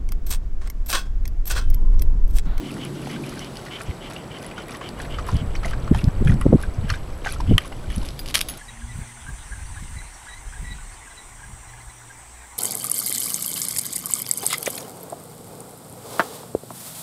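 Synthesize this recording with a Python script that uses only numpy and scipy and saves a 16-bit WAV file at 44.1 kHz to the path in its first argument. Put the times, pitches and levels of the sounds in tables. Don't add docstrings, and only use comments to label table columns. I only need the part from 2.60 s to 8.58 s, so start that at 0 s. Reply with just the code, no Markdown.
import sys
import numpy as np
from scipy import signal
from scipy.fft import rfft, irfft
from scipy.io import wavfile
from scipy.ndimage import uniform_filter1d, map_coordinates

SR = 44100
rng = np.random.default_rng(int(sys.argv[2]) if len(sys.argv) > 2 else 0)


def log_audio(samples):
    frames = np.atleast_2d(samples).T
    limited = np.clip(frames, -1, 1)
    pcm = np.round(limited * 32767).astype(np.int16)
    wavfile.write(sys.argv[1], SR, pcm)


N = 263718
TIME = np.arange(N) / SR


def gain_of(db):
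    return 10 ** (np.asarray(db) / 20)


def evened(x):
    return x / np.sqrt(np.mean(x ** 2) + 1e-20)


def level(curve):
    return gain_of(np.interp(TIME, *np.transpose(curve)))


def add(mix, s, sound):
    part = mix[max(round(s * SR), 0):][:len(sound)]
    part += sound[:len(part)]


def gains(points, size):
    hz, db = np.transpose(points)
    fft_hz = np.fft.rfftfreq(size, 1 / SR)
    return gain_of(np.interp(np.log(fft_hz + 1), np.log(hz), db))


def noise(points):
    spectrum = rfft(rng.standard_normal(N))
    return evened(irfft(spectrum * gains(points, N), N))


def click(points, size=512):
    cepstrum = irfft(np.log(gains(points, size)))
    cepstrum[1:size // 2] *= 2
    cepstrum[size // 2 + 1:] = 0
    pulse = irfft(np.exp(rfft(cepstrum)))
    return pulse / np.linalg.norm(pulse)


def band(x, lo_hz, hi_hz, order=2):
    edges_hz = [lo_hz, min(hi_hz, SR / 2 - 1)]
    return signal.sosfilt(signal.butter(order, edges_hz, "band", fs=SR, output="sos"), x)


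def swell(length_s, taper):
    return signal.windows.tukey(int(length_s * SR), taper)


def bubble(hz, t60_s, glide, rise_turns):
    t = np.arange(int(t60_s * SR) + 2) / SR
    turns = np.cumsum(hz * np.exp(glide * t / t60_s)) / SR
    fade = gain_of(-60 * t / t60_s)
    return np.sin(2 * np.pi * turns) * fade * (1 - np.exp(-turns / rise_turns))


def splat(hz, t60_s, ring_share=0.28, width=0.15):
    t = np.arange(int(t60_s * SR) + 16) / SR
    burst = rng.standard_normal(len(t)) * t * gain_of(-80 * t / t60_s)
    share = np.clip(ring_share, 0, 1)
    ringing = evened(band(burst, hz / (1 + width / 2), hz * (1 + width / 2), order=1))
    sound = share * ringing + (1 - share) * evened(burst)
    return sound / np.linalg.norm(sound)


def ring(modes, size=10000):
    t = np.arange(size) / SR
    return sum(gain_of(db - 60 * t / t60) * np.sin(2 * np.pi * hz * t) for hz, db, t60 in modes)


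# [f/Hz, level/dB]
AIR_COLOUR = [(18, -46), (30, 5), (77, -5.5), (134, 2.5), (194, -4), (364, -4.5), (540, -4), (1320, -13),
              (1810, -18.5), (2120, -19.5), (6550, -40), (7870, -28), (8520, -31), (11400, -41),
              (16000, -40)]
# [t/s, level/dB]
AIR_LEVEL = [(0.0, -44.5), (2.65, -41), (5.98, -47)]
# [f/Hz, level/dB]
PINES_COLOUR = [(1500, -20), (3000, 7.5), (4500, 5.5), (7000, 0), (10500, 1), (15500, -12)]
# [t/s, level/dB]
PINES_LEVEL = [(0, -50), (.9, -50.5), (1.5, -56.5), (2.6, -60), (3.6, -63), (5.98, -50)]
# [f/Hz, level/dB]
DRONE_COLOUR = [(80, -7), (135, 2), (220, 5), (360, 3.5), (480, -13.5), (900, -22), (4000, -60)]
# [t/s, level/dB]
DRONE_LEVEL = [(0, -32.5), (.25, -34), (.6, -31.5), (1, -44), (1.6, -43), (2.4, -42.5), (3.2, -59),
               (5.98, -45)]


def hilltop(air_db=1, hum_db=-6, hum_hz=144):
    air = noise(AIR_COLOUR)
    air = air / np.std(band(air, 400, 1500))
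    hum = evened(band(rng.standard_normal(N), hum_hz - 6, hum_hz + 6))
    drone = noise(DRONE_COLOUR) + gain_of(hum_db) * hum
    out = gain_of(air_db) * level(AIR_LEVEL) * air
    out += level(PINES_LEVEL) * noise(PINES_COLOUR)
    return out + level(DRONE_LEVEL) * drone


def trill(db=-67.0, hz=11400, width_hz=300, first_s=0.24, length_s=0.4):
    bouts = np.zeros(N)
    for s in np.arange(first_s, N / SR, 1):
        add(bouts, s, swell(length_s, taper=0.32))
    tone = evened(band(rng.standard_normal(N), hz - width_hz / 2, hz + width_hz / 2))
    return gain_of(db) * bouts * tone


# [t/s, level/dB]
BREEZE_LEVEL = [(2.2, -58), (2.47, -30.5), (3.32, -22.5), (3.49, -31), (3.67, -16), (3.75, -18.5),
                (4.12, -29), (4.15, -41), (4.18, -24), (4.65, -33.5), (4.96, -17), (5.01, -39.5),
                (5.31, -24.5), (5.34, -36), (5.38, -20), (5.44, -30.5), (5.86, -38), (5.98, -44)]
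# [f/Hz, level/dB]
RUMBLE_COLOUR = [(8, 0.5), (25, 5), (60, -0.5), (120, -11.5), (250, -24.5), (500, -40), (4000, -100)]
# [f/Hz, level/dB]
TURBULENCE_COLOUR = [(30, -15), (90, 6), (180, -7), (300, -4), (600, -23), (3000, -82)]
# [middle t/s, length t/s, level/dB, upper edge f/Hz]
EDDY_HITS = [(1.295, 0.047, -21, 122), (2.749, 0.06, -14, 176), (2.831, 0.086, -22, 186),
             (3.319, 0.024, -6.5, 316), (3.361, 0.12, -19.5, 170), (3.444, 0.031, -13.5, 225),
             (3.48, 0.037, -9, 172.5), (3.62, 0.035, -14.5, 294), (3.67, 0.037, -10.5, 129),
             (3.703, .05, -9.5, 183), (3.746, .09, -16.5, 216), (3.863, 0.022, -7, 436),
             (3.9, 0.084, -17.5, 273), (3.932, 0.021, -6, 564), (3.95, 0.043, -7, 320),
             (4.079, 0.035, -21.5, 150), (4.188, 0.046, -18, 137), (4.244, 0.031, -20, 184),
             (4.322, 0.035, -18.5, 117), (4.905, 0.064, -12, 207), (4.917, 0.032, -12.5, 440),
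             (4.945, 0.067, -12.5, 148), (5.379, 0.025, -15.5, 169)]


def wind(breeze_db=2, turbulence_db=-28, growth=1.63, eddy_db=0, centre=0.32, calm_until_s=2.08, rise_s=0.255):
    breeze = level(BREEZE_LEVEL) * np.clip((TIME - calm_until_s) / rise_s, 0, 1)
    out = gain_of(breeze_db) * breeze * noise(RUMBLE_COLOUR)
    out += gain_of(turbulence_db) * (breeze / breeze.max()) ** growth * noise(TURBULENCE_COLOUR)
    for s, length_s, db, hz in EDDY_HITS:
        gust = swell(length_s, taper=0.9)
        f = np.fft.rfftfreq(len(gust), 1 / SR) / (centre * hz)
        hump = f ** 2 * np.exp(-1.4 * f + 2j * np.pi * rng.random(len(f)))
        eddy = evened(irfft(hump, len(gust)) * gust) * np.sqrt(np.mean(gust ** 2))
        add(out, s - len(gust) / SR / 2, gain_of(db + eddy_db) * eddy)
    return out


# [t/s, length t/s, level/dB, slips per second f/Hz]
CLAW_SCRAPES = [(5.442, 0.089, -45, 181), (5.658, 0.056, -37.5, 294), (5.7418, 0.0063, -19, 900),
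                (5.747, 0.01, -14.5, 1500), (5.754, 0.012, -26, 457), (5.767, 0.0291, -27.5, 600),
                (5.808, 0.007, -18, 1100), (5.843, 0.11, -49.5, 400)]
# [f/Hz, level/dB]
ROCK_COLOUR = [(300, -15), (1200, -4.5), (3300, 3), (4800, 0.5), (7500, -9), (10800, -2), (15500, -22)]


def claws(size_db=4, grit=0.25, slip_s=0.00045):
    out = np.zeros(N)
    for s, length_s, db, per_s in CLAW_SCRAPES:
        n = int(length_s * SR)
        slips = np.zeros(n)
        at = rng.integers(0, n, int(length_s * per_s) + 1)
        slips[at] = gain_of(size_db * rng.standard_normal(len(at)))
        fading = signal.lfilter([1], [1, -np.exp(-1 / (slip_s * SR))], slips)
        force = evened(fading) + grit
        add(out, s, gain_of(db) * evened(force * rng.standard_normal(n)))
    return signal.oaconvolve(out, click(ROCK_COLOUR))[:N]


# [t/s, level/dB, share of the second tag 0-1]
TAG_CLINKS = [(5.5922, -27.5, 0.21), (5.886, -24.5, 0.8), (5.897, -29.5, 1), (5.973, -36.5, 1)]
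# [f/Hz, level/dB, time to fall 60 dB t/s]
FIRST_TAG_MODES = [(4850, -1.5, 0.0564), (10300, -16, 0.076), (13640, -5.5, 0.095)]
# [f/Hz, level/dB, time to fall 60 dB t/s]
SECOND_TAG_MODES = [(6533, -12, 0.07), (10160, -4.5, 0.14), (11560, -15, 0.066), (13730, -7, 0.071)]


def tags(ring_db=3, chatter_db=-3, chatter_t60_s=0.039, size=4000):
    out, t = np.zeros(N), np.arange(size) / SR
    for s, db, share in TAG_CLINKS:
        ringing = (1 - share) * ring(FIRST_TAG_MODES) + share * ring(SECOND_TAG_MODES)
        add(out, s, gain_of(db + ring_db) * ringing)
        chatter = evened(rng.standard_normal(size) ** 3) * gain_of(-60 * t / chatter_t60_s)
        add(out, s, gain_of(db + chatter_db) * np.convolve(chatter, click(ROCK_COLOUR)))
    return out


# [t/s, level/dB]
CUP_SNAPS = [(4.9802, -14.5), (4.9809, -2)]
# [f/Hz, level/dB, time to fall 60 dB t/s]
CUP_MODES = [(1224, -16, 0.026), (1970, -9, 0.0087), (3100, 0.5, 0.012), (5440, -9.5, 0.0034),
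             (7860, -10.5, 0.0043), (9540, -11.5, 0.005), (11050, -12.5, 0.0062), (12500, -18, 0.0057)]


def cup(crunch_db=-9, crunch_t60_s=0.012, rise_s=.0001):
    out, body = np.zeros(N), ring(CUP_MODES)
    body = body * (1 - np.exp(-np.arange(len(body)) / SR / rise_s))
    for s, db in CUP_SNAPS:
        crunch = band(splat(2000, crunch_t60_s), 670, 3700)
        add(out, s, gain_of(db) * body)
        add(out, s, gain_of(db + crunch_db) * crunch / abs(crunch).max())
    return out


# [middle of the puff out t/s, level/dB]
PANT_PUFFS = [(0.068, -47), (0.238, -45.5), (0.539, -45), (0.838, -45), (1.147, -41.5), (1.451, -46),
              (1.746, -47), (1.994, -48), (2.256, -44.5), (2.536, -45), (2.786, -47), (3.1, -50),
              (4.267, -54), (4.906, -48), (5.329, -48.5)]
# [f/Hz, level/dB]
MUZZLE_COLOUR = [(500, -16), (1300, -2), (1800, -6.5), (2150, 4.5), (2500, -3), (2950, 8.5), (3300, 1.5),
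                 (3800, -10.5), (4800, -11.5), (12000, -31)]
PUFF_S, DRAW_S, DRAW_LAG_S, DRAW_DB = .11, .09, .138, -8.5


def panting(db=4.5, rasp_db=2, opening=.07, taper=.7, size=200):
    flow = np.zeros(N)
    for s, puff_db in PANT_PUFFS:
        add(flow, s - PUFF_S / 2, gain_of(puff_db) * swell(PUFF_S, taper))
        add(flow, s + DRAW_LAG_S - DRAW_S / 2, gain_of(puff_db + DRAW_DB) * swell(DRAW_S, taper))
    pace = 1 + opening * (np.sqrt(flow / flow.max()) - .5)
    hiss = map_coordinates(noise(MUZZLE_COLOUR), [np.cumsum(pace)], mode="wrap")
    flutter = gain_of(rasp_db * evened(uniform_filter1d(rng.standard_normal(N), size)))
    return gain_of(db) * flow * evened(flutter * hiss)


TONGUE_LAPS = [(0.1, 0.087, -54), (0.406, 0.15, -46), (0.6, 0.25, -48), (0.955, 0.14, -53),
               (1.18, 0.055, -49), (1.488, 0.08, -47.5), (1.765, 0.15, -49.5), (2.079, 0.098, -44),
               (2.379, 0.099, -48), (2.655, 0.12, -46), (3.041, 0.087, -44.5), (3.328, 0.1, -46.5),
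               (3.642, 0.113, -48.5), (3.97, 0.069, -51.5), (4.278, 0.092, -45.5), (4.632, 0.13, -41),
               (4.992, 0.099, -48), (5.293, 0.15, -48)]


def lap_flow():
    flow = np.zeros(N)
    for s, length_s, lap_db in TONGUE_LAPS:
        add(flow, s, gain_of(lap_db) * swell(length_s, taper=0.38))
    return flow


def gurgle(db=-3, per_s=170, size_db=4, between_db=-52, cycles=30, rise=0.32, count=30):
    pops = np.zeros(N)
    for hz in np.geomspace(1100, 6000, count):
        sizes = gain_of(size_db * np.minimum(rng.exponential(1, N), 3))
        hits = (rng.random(N) < per_s / count / SR) * sizes
        pop = bubble(hz, cycles / hz, rng.normal(rise, rise), rise_turns=2.9)
        pops += signal.oaconvolve(hits, pop)[:N]
    return gain_of(db) * evened(pops) * np.hypot(lap_flow(), gain_of(between_db))


# [f/Hz, level/dB]
SPRAY_COLOUR = [(400, -46.5), (1200, 2), (3000, 3), (5000, 2.5), (7500, -4.5), (10500, 4.5), (15500, -16.5)]


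def spray(db=1, per_s=800, size_db=4, between_db=-58, t60_s=0.0057, count=40):
    drops = np.zeros(N)
    for hz in np.geomspace(1000, 12000, count):
        sizes = gain_of(size_db * np.minimum(rng.exponential(1, N), 3.5))
        hits = (rng.random(N) < per_s / count / SR) * sizes
        grain = splat(hz, t60_s * np.sqrt(4000 / hz) * rng.uniform(0.29, 2.6), ring_share=0.73)
        drops += signal.oaconvolve(hits, grain)[:N]
    coloured = evened(signal.oaconvolve(drops, click(SPRAY_COLOUR))[:N])
    return gain_of(db) * coloured * np.hypot(lap_flow(), gain_of(between_db))


def dribble(plop_db=-32, tick_db=-32, plop_hz=1600, tick_hz=7000, plop_octaves=0.84, tick_octaves=.6,
            t60_s=0.027, tick_t60_s=0.0092, count=2):
    out = np.zeros(N)
    for (s, length_s, _), draws in zip(TONGUE_LAPS, rng.random((len(TONGUE_LAPS), count, 4))):
        for fall, plop_pitch, when, tick_pitch in draws:
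            low_hz = plop_hz * 2 ** (plop_octaves * (2 * plop_pitch - 1))
            plop = splat(low_hz, t60_s, ring_share=0.94)
            add(out, s + fall * length_s, gain_of(plop_db) * plop / abs(plop).max())
            high_hz = tick_hz * 2 ** (tick_octaves * (2 * tick_pitch - 1))
            tick = np.convolve(splat(high_hz, tick_t60_s, ring_share=0.28), click(SPRAY_COLOUR))
            add(out, s + when * length_s, gain_of(tick_db) * tick / abs(tick).max())
    return out


# [t/s, peak level/dB, ring f/Hz]
LOUD_DRIPS = [(0.249, -24, 8600), (0.7924, -23, 5630), (0.8457, -27.5, 4660), (0.97, -24.5, 4870),
              (1.2162, -27.5, 7760), (1.8636, -26, 9700), (2.1083, -31, 9700), (2.289, -23.5, 4660),
              (2.4174, -31, 6100), (2.767, -28.5, 5100), (2.9626, -29, 4450), (3.0585, -24, 6450),
              (3.4414, -22.5, 4500), (3.8114, -24.5, 9100), (4.0258, -27.5, 10470), (4.302, -19.5, 5300),
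              (4.723, -21.5, 10300), (4.8061, -27.5, 5200), (5.3605, -21.5, 10470), (5.3804, -26.5, 5300),
              (5.487, -26, 5130)]


def drips(db=0, t60_s=0.0078):
    out = np.zeros(N)
    for s, drip_db, hz in LOUD_DRIPS:
        sound = np.convolve(splat(hz, t60_s, ring_share=0.54), click(SPRAY_COLOUR))
        add(out, s, gain_of(drip_db + db) * sound / abs(sound).max())
    return out


# [t/s, level/dB, starting ring f/Hz, splashiness 0-1]
AIR_POCKETS = [(0.1804, -28.5, 1039, 0), (0.4716, -20, 730, 0), (0.5613, -27.5, 1520, 0.14),
               (0.6383, -29.5, 2420, 0), (1.0658, -32.5, 1890, 0.7), (1.2078, -27, 1420, 0.6),
               (1.3107, -28, 2250, 0), (1.5632, -25.5, 2750, 0.3), (1.9802, -19.5, 1370, 0.1),
               (2.2111, -24.5, 1085, 0.63), (2.4005, -23.5, 1623, 0.32), (2.586, -21, 1270, 0.1),
               (2.594, -23, 1219, .2), (2.6882, -18, 970, 0.32), (2.9528, -24.5, 2010, 0.6),
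               (3.0324, -18.5, 1326, 0.28), (3.047, -21.5, 1980, 0), (3.0533, -18.5, 655, 0.44),
               (3.1336, -23.5, 1580, 0.44), (3.277, -24.5, 1184, 0.3), (3.347, -16, 790, 0.34),
               (3.3897, -26.5, 2630, 0.07), (3.4827, -25.5, 750, 0.4), (3.673, -22, 1650, 0.93),
               (3.695, -24, 1990, .4), (3.7191, -25, 1460, .4), (3.8123, -22, 1130, 0.6),
               (4.0352, -23, 1535, 0.1), (4.2944, -26, 3120, .6), (4.3003, -16, 1570, 0.44),
               (4.305, -17, 1220, 0.3), (4.3393, -18.5, 1524, 0.26), (4.6485, -27.5, 2187, .7),
               (4.6607, -18, 694, 0.96), (4.6703, -14, 1494, 0.1), (4.803, -19, 970, 0),
               (5.12, -30, 746, 1)]
PLOP_T60_S, PLOP_GLIDE = 0.023, .27


def plops(main_db=1, side_db=-4, slap_db=-6, slap_t60_s=0.032, spread=0.403, lag_s=0.0072,
          side_t60_s=0.027, count=6):
    out = np.zeros(N)
    for (s, db, hz, splash), draw in zip(AIR_POCKETS, rng.standard_normal((len(AIR_POCKETS), count, 3))):
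        main = bubble(hz, PLOP_T60_S, PLOP_GLIDE * draw[0, 0], rise_turns=0.72)
        add(out, s, gain_of(db + main_db) * main)
        slap = band(splat(hz, slap_t60_s, ring_share=0.41), 330, 4400)
        add(out, s - .002, gain_of(db + slap_db) * slap / abs(slap).max())
        for k, (pitch, delay, slide) in enumerate(draw):
            side_hz = np.clip(np.sqrt(hz * 2000) * np.exp(spread * pitch), 500, 7000)
            pocket = np.sign(slide) * bubble(side_hz, side_t60_s, PLOP_GLIDE * slide, rise_turns=0.26)
            add(out, s + lag_s * abs(delay) * k / count, gain_of(db + side_db) * splash * pocket)
    return out


def surroundings(x, wet_db=-12, t60_s=0.0697, size=6000):
    t = np.arange(size) / SR
    scattered = rng.standard_normal(size) * (rng.random(size) < .06)
    tail = scattered * (t > .0015) * gain_of(-60 * t / t60_s)
    return x + gain_of(wet_db) * signal.oaconvolve(x, tail / np.linalg.norm(tail))[:N]


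def scene():
    background = hilltop() + trill() + wind()
    lapping = gurgle() + spray() + dribble() + drips() + plops()
    dog = surroundings(claws() + panting() + lapping)
    snap = surroundings(cup(), wet_db=-12.5, t60_s=0.066)
    return (background + tags() + snap + dog)[None]


# [f/Hz, level/dB]
MICROPHONE_COLOUR = [(11300, -0.5), (13000, -2), (16000, -7.5)]
WHINE_HZ, EDGE_HZ = 7882, 15900


def record(dry, whine_db=-63):
    whine = gain_of(whine_db) * np.sqrt(2) * np.sin(2 * np.pi * WHINE_HZ * TIME)
    loud = irfft(rfft(dry) * gains(MICROPHONE_COLOUR, N), N) + whine
    held = loud / (1 + loud ** 8) ** (1 / 8)
    low_pass = signal.firwin(511, EDGE_HZ, window=("kaiser", 9), fs=SR)
    return signal.oaconvolve(held, low_pass[None], "same")


dry = scene()
out = record(dry)
log_audio(out)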